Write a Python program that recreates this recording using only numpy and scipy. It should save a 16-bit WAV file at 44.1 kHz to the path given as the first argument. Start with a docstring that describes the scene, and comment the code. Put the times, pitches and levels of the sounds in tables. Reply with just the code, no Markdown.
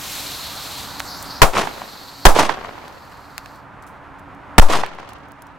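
"""Three firecrackers on an open asphalt lot

Three shock fronts go off 5 to 8 m from a pair of microphones and overload them; trees and walls throw each back.
Burning fuses are jets of noise that also ring their paper tubes; pops and falling scraps are clicks with a rattle.
Steady distant traffic is filtered noise; the gain drops at every overload, so the traffic ducks and creeps back.
"""
import sys
import numpy as np
from scipy import signal
from scipy.fft import rfft, irfft, next_fast_len
from scipy.io import wavfile
from scipy.ndimage import map_coordinates

SR = 44100
rng = np.random.default_rng(int(sys.argv[2]) if len(sys.argv) > 2 else 0)


def to_wav(sig):
    """Store sig (one row per channel, or 1-D mono) as 16-bit WAV at the path in sys.argv[1].

    Samples outside -1..1 are clipped; the rate is SR.
    """
    pcm = np.clip(np.atleast_2d(sig), -1, 1) * 32767
    pcm = np.round(pcm).astype(np.int16)
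    wavfile.write(sys.argv[1], SR, pcm.T)  # frames by channels


N = 246254  # samples

# The bangs: (time [s], shock level [dB], ground scatter level [dB], microphone swing level [dB],
# swing left over right [dB], echo level [dB], delay of the trees [s])
BANG_EVENTS = [(1.4178, 13.5, -4.5, -2, 16.5, -16.5, 0.11), (2.2527, 16, -1.5, 11, -6.5, -12, 0.09),
               (4.5812, 14, -5, 17, 5.5, -17, 0.1)]
# Spectrum of far, dull reflections: (frequency [Hz], relative density [dB per Hz])
FAR_SPECTRUM = [(40, -5.5), (200, -2.5), (800, 1.5), (1400, -2), (3000, -9), (6000, -20.5), (15000, -47)]


def firecrackers():
    """Each bang radiates a blast, swings the microphones and draws an answer from the trees."""
    out = np.zeros((2, N))
    t = np.arange(SR * 3 // 2) / SR
    for s, shock_db, ground_db, swing_db, lean_db, echo_db, delay in BANG_EVENTS:
        bang = blast(t, shock_db, ground_db)
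        overload = amp(swing_db) * pan(lean_db) * swing(t)
        echo = amp(echo_db) * trees(t, delay)
        add(out, s, bang + overload + echo)
    return out


def blast(t, shock_db, ground_db):
    """A shock front, the roar of the bursting tube, then scatter from the asphalt."""
    # spectra: (frequency [Hz], relative density [dB per Hz])
    burst_spectrum = [(40, -2.5), (140, 5), (270, -9.5), (420, -4), (600, -1.5), (1000, 0), (1600, -5.5),
                      (3000, -14), (6000, -19.5), (15000, -30)]
    ground_spectrum = [(40, 4.5), (150, -17.5), (500, -3.5), (900, 1), (1300, -6.5), (2000, -18),
                       (4000, -21.5), (8000, -23), (15000, -30.5)]
    u = t / 0.00053  # pressure turns negative after 0.53 ms
    front = 3.03 * (1 - u) * np.exp(-u)
    # each decays by 60 dB in the time given
    burst = coloured(noise(len(t), width=0.69), burst_spectrum) * amp(-60 * t / 0.057)
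    ground = coloured(noise(len(t), width=0.51), ground_spectrum) * amp(-60 * t / 0.23)
    return amp(shock_db) * (front + burst) + amp(ground_db) * ground


def swing(t):
    """The overloaded microphones swing back to rest, each lobe longer and weaker than the last."""
    # still for 6.2 ms, then each lobe ends 2.67 times as late as the one before
    lobes = np.log(np.maximum(t / .0062, 1)) / np.log(2.67)
    decay = np.exp(-(t / 0.35) ** 4) / (1 + (t / 0.015) ** 1.44)
    return -np.sin(np.pi * lobes) * decay


def trees(t, delay):
    """The tree line answers in a crackling swell, and the wood behind it in a long dull roll."""
    # near spectrum: (frequency [Hz], relative density [dB per Hz])
    near_spectrum = [(40, -8.5), (150, -1.5), (420, 0.5), (1000, 4.5), (1600, -3.5), (3000, -6),
                     (6000, -11), (10000, -19), (15000, -32)]
    late = np.maximum(t - delay, 0)
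    u = late / 0.052
    swell = u ** 3 * np.exp(3 * (1 - u))
    # the nearest bushes answer first, faintly
    edge = .36 * (1 - np.exp(-late / .006)) * amp(-60 * late / .33)
    crackle = scatter(len(t), rate=350, spread_db=5, width=0.48, dull_hz=3120)
    near = (swell + edge) * coloured(crackle, near_spectrum)
    roll = (1 - np.exp(-u)) * amp(-60 * late / 1.7)
    depths = scatter(len(t), rate=450, spread_db=17, width=0.99, dull_hz=2200)
    far = roll * coloured(depths, FAR_SPECTRUM)
    return near + amp(-12.0) * far


def scatter(size, rate, spread_db, width, dull_hz):
    """Dull reflections from single trunks, on average rate a second, over a wash from the leaves."""
    trunks = (rng.random(size) < rate / SR) * rng.uniform(-1, 1, size)
    sides = amp(spread_db * (rng.random((2, size)) - .5))
    knocks = filtered(unit(trunks * sides), lambda hz: 1 / (1 + (hz / dull_hz) ** 2))
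    leaves = noise(size, width) * clumps(size, rate=150, depth_db=3.5)
    return knocks + 0.83 * leaves


def slaps():
    """Walls and trunks around the lot return every bang, late by the detour that the sound takes."""
    # (distance [m], bearing to the right [degrees], level before the common offset [dB re echo],
    # gain per metre that the bang lies to the right [dB/m], pitch [Hz], left over right [dB])
    reflectors = [(22.43, 116, 3, 2, 465, -11), (31.31, -24, 12.5, -.7, 1200, -1.5),
                  (33.92, -45, 8, 0, 850, -4), (48.89, -6, 8.5, 1.1, 890, -10),
                  (73.98, -33, -1, -.9, 930, 1), (80.86, -47, -12, 1.5, 930, -3),
                  (97.4, -20, -16, 1, 1000, -11)]
    # where each bang lies, from the microphones: (to the right [m], ahead [m])
    bang_places = [(-2.73, 4.41), (2.41, 7.21), (1.35, 4.98)]
    sound_m_per_s, offset_db = 343, -2.5
    out = np.zeros((2, N))
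    t = np.arange(SR // 8) / SR - .004  # begins 4 ms before the middle of the slap
    for (s, *_, echo_db, _), (right, ahead) in zip(BANG_EVENTS, bang_places):
        place = ahead + 1j * right
        for metres, bearing, db, aim_db, hz, lean_db in reflectors:
            mirrored_microphones = 2 * metres * np.exp(1j * np.radians(bearing))
            detour = abs(mirrored_microphones - place) - abs(place)
            delay = detour / sound_m_per_s
            gain = amp(offset_db + echo_db + db + aim_db * right) * pan(lean_db)
            add(out, s + delay + t[0], gain * slap(t, hz))
    return out


def slap(t, hz):
    """One dull copy of a bang as a short wavelet, with a short rustle."""
    u = 2 * np.pi * hz * t  # phase from the middle of the wavelet
    body = -np.cos(u) * np.exp(-(u / 5.5) ** 2)
    edge = .6 * np.sin(2 * u) * np.exp(-(u / 2.2) ** 2)
    rustle = coloured(noise(len(t), width=0.27), FAR_SPECTRUM) * amp(-60 * (t - t[0]) / 0.14)
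    return body + edge + amp(-16.5) * rustle


def ticks():
    """Fuses pop and scraps of casing land on the asphalt: a click, then a short rattle."""
    # fuse pops and larger scraps: (time [s], click level before panning [dB], pitch [Hz],
    # rattle level re click level [dB], time for the rattle to fall 60 dB [s])
    pops_and_landings = [(0.9976, -25.5, 5000, -5, .018), (1.0032, -11.5, 1480, -23.5, .037),
                         (1.227, -26.5, 10000, -10.5, 0.024), (2.522, -19, 2000, -34, .03),
                         (2.881, -33, 4000, -13, .03), (3.123, -31, 1400, -18, 0.03),
                         (3.3806, -6.5, 2490, -33, 0.054), (3.46, -24.5, 1400, -13.5, 0.024),
                         (3.8245, -48, 7440, -5.5, 0.057), (3.867, -51.5, 8550, -4, .21),
                         (4.349, -49, 6500, -13, .017), (4.8634, -12.5, 2280, -33, .016),
                         (4.949, -32, 2980, -32.5, .036), (5.091, -35, 2993, -7.5, 0.067),
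                         (5.1345, -32, 5500, -19, .025), (5.32, -35.5, 8540, -14, 0.013),
                         (5.422, -28.5, 8500, -21, 0.035), (5.469, -46, 5500, -8, .036)]
    out = np.zeros((2, N))
    t = np.arange(SR // 6) / SR
    lead = .001  # s of grit ahead of the click
    for s, db, hz, rattle_db, t60 in pops_and_landings + scraps():
        def band(f):
            # small sources radiate almost nothing below 700 Hz
            return (f / hz) ** 1.5 / (1 + (f / hz) ** 3.2) * f ** 4 / (f ** 4 + 700 ** 4)

        impulse = 1. * (np.arange(len(t)) == round(lead * SR))
        click = filtered(impulse, band)
        grit = unit(filtered(noise(len(t), width=0.51), band))
        crack = 0.95 * click / np.abs(click).max() + .25 * grit * np.exp(-np.abs(t - lead) / 0.00037)
        rattle = grit * amp(rattle_db - 60 * t / t60)
        add(out, s - lead, amp(db) * (crack + rattle))
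    return pan(-1.5) * out


def scraps():
    """Random landings of small scraps after each bang, as rows like those of the larger scraps."""
    flight_s = (.35, 2.2)  # shortest and longest
    level_db, spread_db, middle_hz = -43, 4, 6000  # level before the fade, its spread either way, pitch
    fade_db_per_s = 3  # the lightest scraps stay up longest
    rows = []
    for s, *_ in BANG_EVENTS:
        for height, size, pitch in rng.random(size=(7, 3)):
            flight = np.interp(height, [0, 1], flight_s)
            db = level_db + spread_db * (2 * size - 1) - fade_db_per_s * flight
            rows.append((s + flight, db, middle_hz * 2 ** (pitch - .5), -12, .035))
    return rows


def fuses():
    """Gas jets flare, sputter and fade; the paper tube rings at its first and third quarter-wave modes."""
    # spells of burning: (start [s], end [s], jet level before flare and boost [dB], tube level [dB],
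    # tube pitch at the start [Hz], fade [dB/s])
    spells = [(-0.015, 1.3, -47, -37, 3920, 11), (0.52, 0.837, -57, -44, 3400, 0),
              (1.0, 1.37, -72.5, -43.5, 4300, 4), (1.45, 2.25, -57, -41.5, 3950, 1.5),
              (-.3, 3.56, -59, -49, 3950, 2.5)]
    # jet spectrum: (frequency [Hz], relative density [dB per Hz])
    jet_spectrum = [(300, -3.5), (1200, -6), (2500, 1), (5000, 0.5), (7500, -1), (10000, -6), (13000, -2.5),
                    (16000, -11)]
    # reflection off the asphalt as a tube rocks: (time [s], lowest cancelled frequency [Hz], strength [0-1])
    rocking_tube = [(.8, 3200, 0), (1.02, 4240, 0.1), (1.09, 2900, 0.6), (1.15, 2600, 0.55),
                    (1.21, 3470, 0.4), (1.245, 5360, 0.65), (1.28, 3000, 0), (1.33, 2470, 0.14),
                    (1.45, 3370, 0.1)]
    flare_db, flare_s = 4.5, .2  # height of the flare, and its time after the jet catches
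    tube_rise_s, burn_out_s = .22, 0.044  # time constants: the flame enters the tube, the spell dies
    pitch_rise = 0.11  # fraction gained over a spell
    jet_boost_db = 8.0

    tube_noise = noise(N, width=0.18)
    jet_noise = coloured(noise(N, width=0.33), jet_spectrum)
    hz, t, z = signal.stft([tube_noise, jet_noise], SR, nperseg=512)

    def mode(centre, width_hz):
        return 1 / (1 + ((hz[:, None] - centre) / width_hz) ** 2)

    jet_power = tube_power = 0
    for start, end, jet_db, tube_db, tube_hz, fade_db in spells:
        age = np.maximum(t - start, 0)
        burn = (t > start) * amp(-fade_db * age) * np.exp(-np.maximum(t - end, 0) / burn_out_s)
        flare = (age / flare_s * np.exp(1 - age / flare_s)) ** 2
        pitch = tube_hz * (1 + pitch_rise * np.minimum(age / (end - start), 1))
        modes = mode(pitch, width_hz=600) + amp(-17.5) * mode(3 * pitch, width_hz=800)
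        entry = 1 - np.exp(-age / tube_rise_s)
        jet_power = jet_power + (burn * amp(jet_db + flare_db * flare)) ** 2
        tube_power = tube_power + (burn * amp(tube_db) * entry * unit(modes)) ** 2

    # direct and ground-reflected hiss cancel in a comb that sweeps as the tube moves
    notch_hz, bounce = curves(rocking_tube, t)
    comb = np.abs(1 + bounce * np.exp(-1j * np.pi * hz[:, None] / notch_hz))

    def sound(spectra, power):
        return signal.istft(spectra * np.sqrt(power) * comb, SR, nperseg=512)[1][:, :N]

    tube = sound(z[0], tube_power) * clumps(N, rate=45, depth_db=2.0)
    jet = sound(z[1], jet_power) * clumps(N, rate=110, depth_db=.8)
    return amp(jet_boost_db) * jet + tube


def traffic():
    """Distant tyres and a low rumble are shaped noise; a narrow wavering band is a faint engine drone."""
    # spectra: (frequency [Hz], relative density [dB per Hz])
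    tyre_spectrum = [(100, -10.5), (300, -13.5), (500, -3), (950, 4), (1400, 0.5), (2000, -8),
                     (3000, -18.5), (5000, -31), (9000, -38.5), (16000, -47)]
    rumble_spectrum = [(20, -13.5), (60, 2), (140, 0.5), (220, -4.5), (400, -10), (1000, -71.5)]
    tyres_db, rumble_db, drone_db = -45, -50.5, -56  # before panning
    tyres = coloured(noise(N, width=0.33), tyre_spectrum) * clumps(N, rate=27, depth_db=0.74)
    rumble = coloured(noise(N, width=0.8), rumble_spectrum)
    hum = filtered(rng.standard_normal(N), lambda hz: 1 / (1 + ((hz - 281) / 11) ** 2))
    drone = unit(hum) * clumps(N, rate=4.1, depth_db=2.5)
    mix = amp(tyres_db) * tyres + amp(rumble_db) * rumble + amp(drone_db) * drone
    return pan(-2) * mix


def amp(db):
    """Decibels to gain."""
    return 10 ** (np.asarray(db) / 20)


def unit(x):
    """x at rms 1."""
    return x / np.sqrt(np.mean(x ** 2) + 1e-20)


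def pan(db):
    """Left and right gains for a level difference, left over right."""
    return amp([[db / 2], [-db / 2]])


def curves(rows, t):
    """Each column after the time, read at the times t."""
    s, *cols = np.transpose(rows)
    return [np.interp(t, s, c) for c in cols]


def add(track, s, sound):
    """Mix a sound in at time s."""
    part = track[:, round(s * SR):][:, :sound.shape[-1]]
    part += sound[..., :part.shape[1]]


def filtered(x, gain):
    """x times a gain that depends on frequency."""
    m = next_fast_len(x.shape[-1] + 8192)
    spectrum = rfft(x, m) * gain(np.fft.rfftfreq(m, 1 / SR))
    return irfft(spectrum, m)[..., :x.shape[-1]]


def coloured(x, points):
    """x with the spectrum of the (Hz, dB) points, at rms 1."""
    f, db = np.transpose(points)
    return unit(filtered(x, lambda hz: amp(np.interp(np.log(hz + 1), np.log(f), db))))


def noise(size, width):
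    """Stereo white noise; width is side over mid in the treble, while long waves reach both microphones alike."""
    mid, side = rng.standard_normal((2, size))
    side = width * filtered(side, lambda hz: (hz / (hz + 1500)) ** 0.17)
    return unit(np.array([mid + side, mid - side]))


def clumps(size, rate, depth_db):
    """A smooth random gain of rms 1 with rate random levels a second."""
    knots = np.clip(rng.standard_normal(int(size * rate / SR) + 4), -2, 2)
    return unit(amp(depth_db * map_coordinates(knots, [np.arange(size) * rate / SR])))


def scene():
    """Everything that reaches the two microphones."""
    return firecrackers() + slaps() + ticks() + fuses() + traffic()


def gain_control(x):
    """The gain drops to 0 dB at every overload and creeps back up at a steady rate."""
    overload_db, recover_db_per_s = 5, 2  # input level that trips it, its recovery
    start_gain_db = 5.5  # already regained at the start
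    t = np.arange(N) / SR
    overloaded = np.abs(x).max(axis=0) > amp(overload_db)
    last = np.maximum.accumulate(np.where(overloaded, t, -start_gain_db / recover_db_per_s))
    return x * amp(recover_db_per_s * (t - last))


def record(dry):
    """The bangs duck the gain and saturate the input; almost nothing is kept above the band limit."""
    top_hz = 16100
    x = gain_control(dry)
    clipped = x / (1 + np.abs(x / .97) ** 6) ** (1 / 6)
    return filtered(clipped, lambda hz: 1 / (1 + (hz / top_hz) ** 120))


dry = scene()
out = record(dry)
to_wav(out)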